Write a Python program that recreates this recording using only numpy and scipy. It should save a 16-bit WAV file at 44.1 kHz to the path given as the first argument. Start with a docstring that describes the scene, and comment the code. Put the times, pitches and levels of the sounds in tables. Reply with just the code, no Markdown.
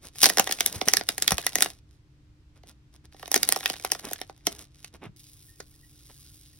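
"""Kneading and cutting a plastic sachet

Fingers knead a plastic sachet close to the microphone, then scissors cut across its top.
The film buckles in sharp snaps, brighter for small facets, made of noise bursts sent through resonances.
Crackles and a rustle of grainy noise follow the effort; the filled pouch thumps as short sinking tones.
Granules run into a beaker of water with a faint hiss, a plop and tiny ringing bubbles, in a small humming room."""
import sys
import numpy as np
from scipy import signal
from scipy.fft import rfft, irfft, next_fast_len
from scipy.io import wavfile

SR = 44100
rng = np.random.default_rng(int(sys.argv[2]) if len(sys.argv) > 2 else 0)


def file_out(sig):
    """Save sig as 16-bit WAV at sys.argv[1]."""
    # one column per channel
    cols = np.atleast_2d(sig).T
    # limit, then scale
    lim = np.clip(cols, -1, 1)
    pcm = np.round(lim * 32767).astype(np.int16)
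    wavfile.write(sys.argv[1], SR, pcm)


N = 290619
TIME = np.arange(N) / SR   # s

# the film buckling or giving way under the blades:
# t/s, strength/dB, facet f/Hz, f of the fold around it/Hz, knock on the pouch/dB
# (both dB columns give energy as a level held for 1 ms)
SNAPS = [(0.2334, -5.5, 6200, 4700, -15), (0.2425, -5.5, 4470, 3830, -28.5),
         (0.2575, -5, 5730, 4480, -16.5), (0.2641, -10.5, 5750, 4300, -18), (0.2997, -13, 5000, 1910, -22),
         (0.3728, -15, 5500, 1310, -18), (0.3839, -11.5, 4417, 1530, -17.5),
         (0.3968, -7, 6600, 2730, -10.5), (0.4742, -21.5, 3500, 1910, -22.5),
         (0.4936, -31.5, 1450, 1150, -25), (0.512, -19, 4430, 1850, -30.5), (0.5241, -16, 6450, 3400, -35),
         (0.6072, -11, 5100, 3370, -24), (0.6621, -11.5, 10560, 3430, -30.5),
         (0.8145, -22, 1950, 1150, -17), (0.885, -8.5, 5900, 1920, -22.5), (0.9364, -7, 6100, 4400, -22.5),
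         (0.97, -10, 5620, 4050, -30), (1.0116, -30.5, 1430, 1850, -24), (1.0896, -12.5, 4700, 2300, -26.5),
         (1.1812, -21, 6700, 1790, -30.5), (1.2235, -13.5, 7400, 3430, -29.5),
         (1.2788, -8.5, 4500, 3400, -28.5), (1.308, -16.5, 5600, 4500, -24.5),
         (1.3199, -14, 5800, 1910, -14), (1.382, -18, 4400, 1370, -23.5), (1.4666, -11.5, 5600, 1930, -22),
         (1.5563, -11.5, 6400, 1900, -22.5), (1.5853, -22.5, 4500, 1830, -27.5),
         (1.6074, -18, 6720, 1850, -28.5), (1.623, -6, 8070, 3730, -25.5), (1.6606, -26, 2770, 1660, -23),
         (2.635, -53.5, 1995, 1710, -44), (3.146, -54.5, 1860, 1238, -41.5),
         (3.229, -37.5, 2900, 1150, -29), (3.2791, -33.5, 6360, 1750, -33.5),
         (3.3166, -17.5, 10300, 1400, -26), (3.3431, -9, 6680, 1850, -18), (3.3613, -11, 6300, 4500, -20.5),
         (3.4314, -11, 6100, 4540, -29.5), (3.4899, -11.5, 10300, 4210, -25), (3.524, -11, 8900, 1913, -25),
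         (3.5618, -20.5, 5660, 1930, -18.5), (3.6593, -14, 2664, 1850, -25.5),
         (3.7002, -19, 4570, 3050, -24), (3.849, -20.5, 5670, 2100, -18.5), (3.919, -13, 8500, 2920, -24),
         (3.95, -31, 3560, 1440, -29), (4.112, -35, 6120, 1970, -26), (4.1339, -24.5, 12200, 1530, -52),
         (4.2157, -26.5, 3520, 1800, -27.5), (4.2974, -45, 1960, 1510, -31.5),
         (4.4694, -13, 5620, 3360, -29), (4.472, -19.5, 5560, 1910, -21), (4.8459, -32, 4540, 2930, -42)]
# how hard the fingers work the film: t/s, rustle level/dB
KNEADING = [(0.13, -69.5), (0.17, -57.5), (0.37, -49.5), (1.054, -56), (1.464, -52), (1.72, -55.5),
            (1.8, -72)]
# how hard the scissors work the film: t/s, rustle level/dB
CUTTING = [(3.118, -69), (3.21, -55.5), (3.386, -52), (3.53, -46.5), (3.934, -55.5), (4.13, -51),
           (4.25, -69), (4.46, -75)]
# granules running into the water: t/s, hiss level/dB before its flutter
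POUR = [(5.162, -54.5), (5.35, -57.5), (5.55, -60.5), (5.85, -61.5), (6.05, -58), (6.3, -55), (6.59, -58.5)]


def from_db(db):
    """Decibels to gain."""
    return 10 ** (np.asarray(db) / 20)


def rms_one(x):
    """Scale to rms 1."""
    return x / np.sqrt(np.mean(x ** 2) + 1e-20)


def in_time(rows):
    """Read the columns of a curve at every sample."""
    s, *columns = np.transpose(rows)
    return [np.interp(TIME, s, c) for c in columns]


def at_hz(points, hz):
    """Read a table on a log-frequency axis."""
    f, value = np.transpose(points)
    return np.interp(np.log(np.maximum(hz, 1)), np.log(f), value)


def add(out, s, sound):
    """Mix a sound in at a time in seconds."""
    i = max(int(s * SR), 0)
    out[..., i:i + sound.shape[-1]] += sound[..., :N - i]


def band(x, low_hz, high_hz, order=2):
    """Keep one band of frequencies, without ringing ahead of the sound."""
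    edges_hz = [low_hz, min(high_hz, .45 * SR)]
    return signal.sosfilt(signal.butter(order, edges_hz, "band", fs=SR, output="sos"), x)


def boost(x, hz, width_hz, db):
    """Add a resonance that stands db above its surroundings."""
    r = np.exp(-np.pi * width_hz / SR)
    feed = np.array([1, 0, -1]) * (1 - r * r) / 2
    feedback = [1, -2 * r * np.cos(2 * np.pi * hz / SR), r * r]
    ringing = signal.lfilter(feed, feedback, x)
    return x + (from_db(db) - 1) * ringing


def coloured(x, spectrum):
    """Give a steady signal a spectrum that falls away beyond its ends; rms 1."""
    size = next_fast_len(N)
    hz = np.fft.rfftfreq(size, 1 / SR)
    below = 1 + (spectrum[0][0] / (hz + 1)) ** 4
    above = 1 + (hz / spectrum[-1][0]) ** 8
    gain = from_db(at_hz(spectrum, hz)) / np.sqrt(below * above)
    return rms_one(irfft(rfft(x, size) * gain, size)[..., :N])


def drift(rate):
    """Slow random wander of about 1 either way, with rate new targets a second."""
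    knots = rng.standard_normal(4096)
    return np.interp(TIME * rate, np.arange(len(knots)), knots)


def grains(per_s, spread_db, smooth):
    """Random tiny contacts of uneven size on a bed of smooth friction noise."""
    sizes = from_db(spread_db * np.minimum(rng.exponential(1, N), 4))
    signed = sizes * rng.choice([-1, 1], N)
    contacts = rms_one(signed * (rng.random(N) < per_s / SR))
    return contacts + smooth * rng.standard_normal(N)


def at_strength(wave, db):
    """Scale short sounds, one per row, to an energy given as a level held for 1 ms."""
    energy = np.sum(wave ** 2, axis=2).mean(axis=1) / (SR / 1000)
    return wave * (from_db(db) / np.sqrt(energy))[:, None, None]


def room_tone(rumble_db=-57.5, hiss_db=-72.5):
    """Low rumble, the wavering hum of an appliance and each microphone's own hiss."""
    # rumble spectrum: f/Hz, level/dB per Hz
    rumble_spectrum = [(30, -1.5), (60, 1), (135, -2), (190, -16), (320, -14.5), (700, -39)]
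    # steady tones of the hum: f/Hz, rms level/dB
    hum_tones = [(64.6, -67.5), (140, -68.5), (301, -70.5)]
    # microphone hiss spectrum: f/Hz, level/dB per Hz
    hiss_spectrum = [(600, 5), (5000, -3), (15000, -20.5)]
    mid, side = coloured(rng.standard_normal((2, N)), rumble_spectrum)
    rumble = mid + .2 * side * [[1], [-1]]
    hum = np.zeros(N)
    for hz, db in hum_tones:
        hum += from_db(db) * np.sqrt(2) * np.sin(2 * np.pi * hz * TIME + drift(2.3))
    hiss = coloured(rng.standard_normal((2, N)), hiss_spectrum)
    return from_db(rumble_db) * rumble + hum + from_db(hiss_db) * hiss


def room(x, build_s=0.0045, early_db=1.0, early_s=0.024, size=22050):
    """Close echoes from table and wall, then a diffuse tail that dies band by band."""
    # how strongly the room answers: f/Hz, reverberation level/dB
    room_colour = [(150, -7), (700, -12.5), (4000, -9.5), (16000, -27)]
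    # time for the tail to fall by 60 dB: f/Hz, t/s
    room_t60 = [(300, 0.2), (3000, 0.094)]
    t, response = np.arange(size) / SR, 0
    edges_hz = np.geomspace(100, 18000, 9)
    shape = (1 - np.exp(-(t / build_s) ** 2)) * (1 + from_db(early_db) * np.exp(-t / early_s))
    for low, high in zip(edges_hz, edges_hz[1:]):
        hz = np.sqrt(low * high)
        decay = shape * from_db(-60 * t / at_hz(room_t60, hz))
        tail = band(rng.standard_normal((2, size)), low, high) * decay / np.linalg.norm(decay)
        response = response + from_db(at_hz(room_colour, hz)) * tail
    return signal.fftconvolve(x, response, axes=1)[:, :N]


def ports(x):
    """Near sound reaches the two microphone ports with different phase and strength."""
    # how far the left port leads the right: f/Hz, phase/radians
    port_lead = [(900, 0), (1400, .9), (2150, .3), (2650, 1.3), (3100, -.2), (3750, .1), (4100, 2.3),
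                 (4600, 2.6), (5200, .6), (7300, 3.2), (10500, 6.3), (16000, 11.4)]
    # how much stronger the left port is than the right: f/Hz, level/dB
    port_balance = [(80, 2), (400, -7.5), (1050, -1.5), (1750, 1.5), (2350, -3), (2800, 5), (3350, -9),
                    (5600, 0)]
    size = next_fast_len(N + 2048)
    hz = np.fft.rfftfreq(size, 1 / SR)
    # each side takes half of the difference
    half = from_db(at_hz(port_balance, hz) / 2) * np.exp(.5j * at_hz(port_lead, hz))
    return irfft(rfft(x, size) * np.array([half, 1 / half]), size)[:, :N]


def pour(flutter_db=2.5):
    """Granules slide out and patter on the water; coarse and fine ones come in separate little gushes."""
    # patter spectrum: f/Hz, level/dB per Hz
    granule_spectrum = [(1000, -22), (2100, -9), (4900, 3.5), (7000, 0.5), (15500, 2.5)]
    level_db, = in_time(POUR)
    patter = coloured(grains(2200, 4.8, 0.35), granule_spectrum)
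    # the coarse granules make the part below 7 kHz
    coarse = signal.sosfiltfilt(signal.butter(2, 7000, fs=SR, output="sos"), patter)
    fine = patter - coarse
    gushes = sum(from_db(flutter_db * drift(45)) * part for part in (coarse, fine))
    return (TIME > POUR[0][0]) * from_db(level_db) * gushes


def bubbles(swell_s=0.001314, rise=0.12, shake_db=3.5, size=8192):
    """Air dragged under by the granules rings briefly, rising a little in pitch."""
    # the few clear bubbles: t/s, starting f/Hz, level before swell and shaking/dB, time to fall 60 dB/s
    clear_bubbles = [(5.483, 1827, -59.5, .22), (5.831, 1923, -56, .13)]
    tiny_count, tiny_t60_s = 40, .04
    tiny_hz, tiny_octaves = 1903, 0.74   # middle pitch, spread either way
    tiny_db = -61.5   # the strongest; the others are up to 10 dB weaker
    t, out = np.arange(size) / SR, np.zeros(N)
    when, pitch, weakness = rng.random((tiny_count, 3)).T
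    start_s = POUR[0][0]
    times = start_s + when * (TIME[-1] - start_s)
    tiny = [(s, tiny_hz * 2 ** (tiny_octaves * (2 * p - 1)), tiny_db - 10 * w, tiny_t60_s)
            for s, p, w in zip(times, pitch, weakness)]
    for s, hz, db, t60 in list(clear_bubbles) + tiny:
        level = from_db(db - 60 * t / t60) * (1 - np.exp(-t / swell_s))
        add(out, s, level * np.sin(2 * np.pi * hz * t * (1 + rise * t)))
    return out * from_db(shake_db * drift(110))   # the stream keeps jostling them


def clump(rise_s=0.0003, decay_s=0.0028):
    """A clump of granules plops into the water: a short, dull splash of noise."""
    # splash spectrum: f/Hz, level/dB per Hz
    splash_spectrum = [(500, 8.5), (1000, -12), (1750, 3.5), (2700, -17), (5500, -4), (15000, -25)]
    splash_s, splash_db = 5.603, -28
    age = TIME - splash_s
    envelope = np.exp(np.minimum(age / rise_s, -age / decay_s))
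    return from_db(splash_db) * envelope * coloured(rng.standard_normal(N), splash_spectrum)


def thumps(swell_cycles=0.44, sag=0.19, size=4096):
    """The filled pouch's wall swings for a few cycles, sinking in pitch as it relaxes."""
    # the pouch flexing: t/s, middle f/Hz, peak level/dB
    flexings = [(0.397, 260, -18.5), (0.4005, 720, -13), (0.76, 101.9, -30), (1.32, 168, -22.5),
                (1.333, 70, -28.5), (3.362, 400, -17.5), (4.472, 313, -26.5), (5.066, 133.2, -35.5),
                (5.094, 139, -40), (6.107, 825, -49.5)]
    t, out = np.arange(size) / SR, np.zeros(N)
    for s, hz, db in flexings:
        age = t * hz / swell_cycles
        # from sag above the middle pitch to sag below it
        sinking_hz = hz * (1 + sag * (2 * np.exp(-age / 2) - 1))
        phase = 2 * np.pi * np.cumsum(sinking_hz) / SR
        add(out, s, from_db(db) * age * np.exp(1 - age) * np.sin(phase))
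    return out


def working(size=4410):
    """Strength of the rustle: the effort of the work, and the film creeping around each listed snap."""
    creep_db = -25.5   # rustle relative to the snap
    build_s, settle_s = 0.006, 0.024   # before and after the snap
    out = np.zeros(N)
    for work in (KNEADING, CUTTING):
        at_work = (TIME > work[0][0]) * (TIME < work[-1][0])
        out += from_db(in_time(work)[0]) * at_work
    t = np.arange(-size, size) / SR
    creep = np.exp(np.minimum(t / build_s, -t / settle_s))
    for s, snap_db, *_ in SNAPS:
        add(out, s + t[0], from_db(snap_db + creep_db) * creep)
    return out


def handling(flutter_db=4.0):
    """Worked film rustles, and skin or steel drags over it in tiny slips."""
    # a finger or blade sliding over the film: middle t/s, length/s, dull rub level/dB,
    # bright rustle level/dB (both before the flutter)
    slides = [(0.055, 0.052, -52, -44.5), (0.2, 0.064, -77, -42), (0.236, 0.03, -51.5, -25.5),
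              (0.762, 0.058, -43.5, -38), (0.878, 0.0072, -30.5, -33), (1.936, 0.058, -77, -64.5),
              (2.574, 0.04, -64.5, -68.5), (2.693, 0.047, -59.5, -55.5), (2.95, 0.035, -64.5, -62),
              (3.05, 0.017, -62, -61), (4.06, 0.043, -40.5, -45), (4.532, 0.037, -53.5, -55),
              (4.608, 0.069, -57, -49.5), (4.809, 0.1, -74, -56.5), (4.952, 0.026, -52, -54),
              (5.045, 0.04, -42.5, -60), (6.106, 0.02, -58, -55)]
    # dull rub spectrum: f/Hz, level/dB per Hz
    rub_spectrum = [(200, 3), (1000, -7.5), (3000, -12.5)]
    # bright rustle spectrum: f/Hz, level/dB per Hz
    rustle_spectrum = [(1200, -8.5), (1900, -7.5), (5600, 3), (7500, 0), (11000, 1.5), (16000, -4.5)]
    rub_db = -10.5   # dull rub of worked film, relative to its bright rustle
    light_touch_db = -61.5   # a rustle weaker than this loses its top
    bright = working()
    dull = from_db(rub_db) * bright
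    for s, length_s, dull_db, bright_db in slides:
        away = (2 * (TIME - s) / length_s) ** 2
        pressure = 1 / (1 + away * away)   # rounded top, soft ends
        dull += from_db(dull_db) * pressure
        bright += from_db(bright_db) * pressure
    rub = dull * coloured(grains(1500, 3.5, .5), rub_spectrum)
    crisp = coloured(grains(700, 6.0, .4), rustle_spectrum)
    soft = signal.sosfiltfilt(signal.butter(1, 6500, fs=SR, output="sos"), crisp)
    firm = bright / (bright + from_db(light_touch_db))
    rustle = bright * (firm * crisp + (1 - firm) * rms_one(soft))
    grip = np.tanh(drift(80))
    return from_db(flutter_db * grip) * (rub + rustle)


def film_body(x, flex):
    """Pass a sound through the pouch's resonances, which shift as the pouch changes shape."""
    # resonances of the pouch and its film: f/Hz before the shift, width/Hz, boost/dB
    film_resonances = [(740, 44, 9.5), (1900, 190, 4.5), (5750, 850, 6.5), (10700, 6200, 3)]
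    flex_octaves = 0.09   # shift at flex 1
    for hz, width_hz, db in film_resonances:
        x = boost(x, hz * 2 ** (flex_octaves * flex), width_hz, db)
    return x


def knocks(t, count, lag_cycles=1.5, low_hz=290, high_hz=1100):
    """A kick crosses the pouch as a bending wave: the lows arrive later, so it chirps downwards."""
    hz = np.fft.rfftfreq(len(t), 1 / SR) + 1
    kick = rfft(1.0 * (np.arange(len(t)) == np.argmax(t > 0)))
    waves = []
    for colour, turn, flex, path in rng.uniform(-1, 1, (count, 4)):
        cycles = turn - lag_cycles * (1 + path) * np.log(hz)
        wave = irfft(kick * np.exp(2j * np.pi * cycles), len(t))
        shift = 2 ** (colour / 2)   # up to half an octave either way
        waves.append(film_body(band(wave, low_hz * shift, high_hz * shift, order=3), flex))
    return np.array(waves)[:, None]


def crackles(count=110):
    """Rows like SNAPS for the lesser creases, scattered through the kneading and the cutting."""
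    over_rustle_db, spread_db = 13, 3.2
    middle_hz, spread_octaves = 3830, 0.6
    knock_db = -6   # knock on the pouch, relative to the crackle's own strength
    rows = []
    for work in (KNEADING, CUTTING):
        s, work_db = np.transpose(work)
        times = rng.uniform(s[0], s[-1], count // 2)
        strength, pitch, fold = np.clip(rng.standard_normal((3, len(times))), -2, 2)
        db = np.interp(times, s, work_db) + over_rustle_db + spread_db * strength
        facet_hz = middle_hz * 2 ** (spread_octaves * pitch)
        fold_hz = middle_hz * 2 ** (spread_octaves * (fold - 1))
        rows += zip(times, db, facet_hz, fold_hz, db + knock_db)
    return rows


def snaps(rows, crack_s=0.001, tick_s=0.00047, rise_s=0.00018, swell_db=-31, swell_s=0.0034,
          facet_db=8, facet_width=0.049, rebound_s=0.0022, rebound_db=-11,
          spread_db=-9.5, fold_db=6.5, fold_width=0.12, size=3072):
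    """A facet flips in a short burst, rebounds and rings with its fold; the pouch knocks."""
    lead_s = .010   # room for the faint swell ahead of the flip
    t = np.arange(size) / SR - lead_s
    times, snap_db, facet_hz, fold_hz, knock_db = np.transpose(rows)
    # small facets ring higher and snap brighter: treble tick over mid crack,
    # 0.5 dB at a 5000 Hz facet and 9 dB more per octave
    bright_db = 0.5 + 9 * np.log2(facet_hz / 5000)
    late, strong, flex = rng.random((len(rows), 3)).T[:, :, None, None]
    bends = 2 * flex.ravel() - 1
    noise = rng.standard_normal((len(rows), 2, size))
    # a crumpled facet radiates a little differently towards each side
    noise = noise[:, :1] + from_db(spread_db) * noise[:, 1:] * [[1], [-1]]
    crack = (1350, 5000, crack_s, snap_db - bright_db / 2)
    tick = (5000, 15800, tick_s, snap_db + bright_db / 2)
    sounds = at_strength(knocks(t + crack_s, len(rows)), knock_db)
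    for low_hz, high_hz, decay_s, db in (crack, tick):
        age = t + decay_s / 2
        rebound_age = age - rebound_s * (.5 + late)
        flip = np.exp(np.minimum(age / rise_s, -age / decay_s))
        rebound = np.exp(np.minimum(rebound_age / rise_s, -rebound_age / decay_s))
        # faint noise swelling just before each snap and fading after it
        swell = from_db(swell_db) * np.exp(-np.abs(age) / swell_s)
        envelope = flip + 2 * strong * from_db(rebound_db) * rebound + swell
        rings = []
        for burst, hz, fold, bend in zip(noise * envelope, facet_hz, fold_hz, bends):
            ring = boost(film_body(burst, bend), fold, fold_width * fold, fold_db)
            rings.append(boost(ring, hz, facet_width * hz, facet_db))
        sounds = sounds + at_strength(band(np.array(rings), low_hz, high_hz, order=3), db)
    out = np.zeros((2, N))
    for s, sound in zip(times, sounds):
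        add(out, s - lead_s, sound)
    return out


def scene():
    """Sachet and beaker close by, the room behind them."""
    sachet = snaps(SNAPS) + snaps(crackles()) + thumps() + handling()
    near = sachet + pour() + clump() + bubbles()
    return ports(near) + room(near) + room_tone()


def record(dry):
    """Peaks beyond full scale overload and flatten; everything above 16300 Hz is cut."""
    clipped = np.clip(dry, -1, 1)
    return signal.sosfiltfilt(signal.ellip(8, .1, 50, 16300, fs=SR, output="sos"), clipped)


dry = scene()
out = record(dry)
file_out(out)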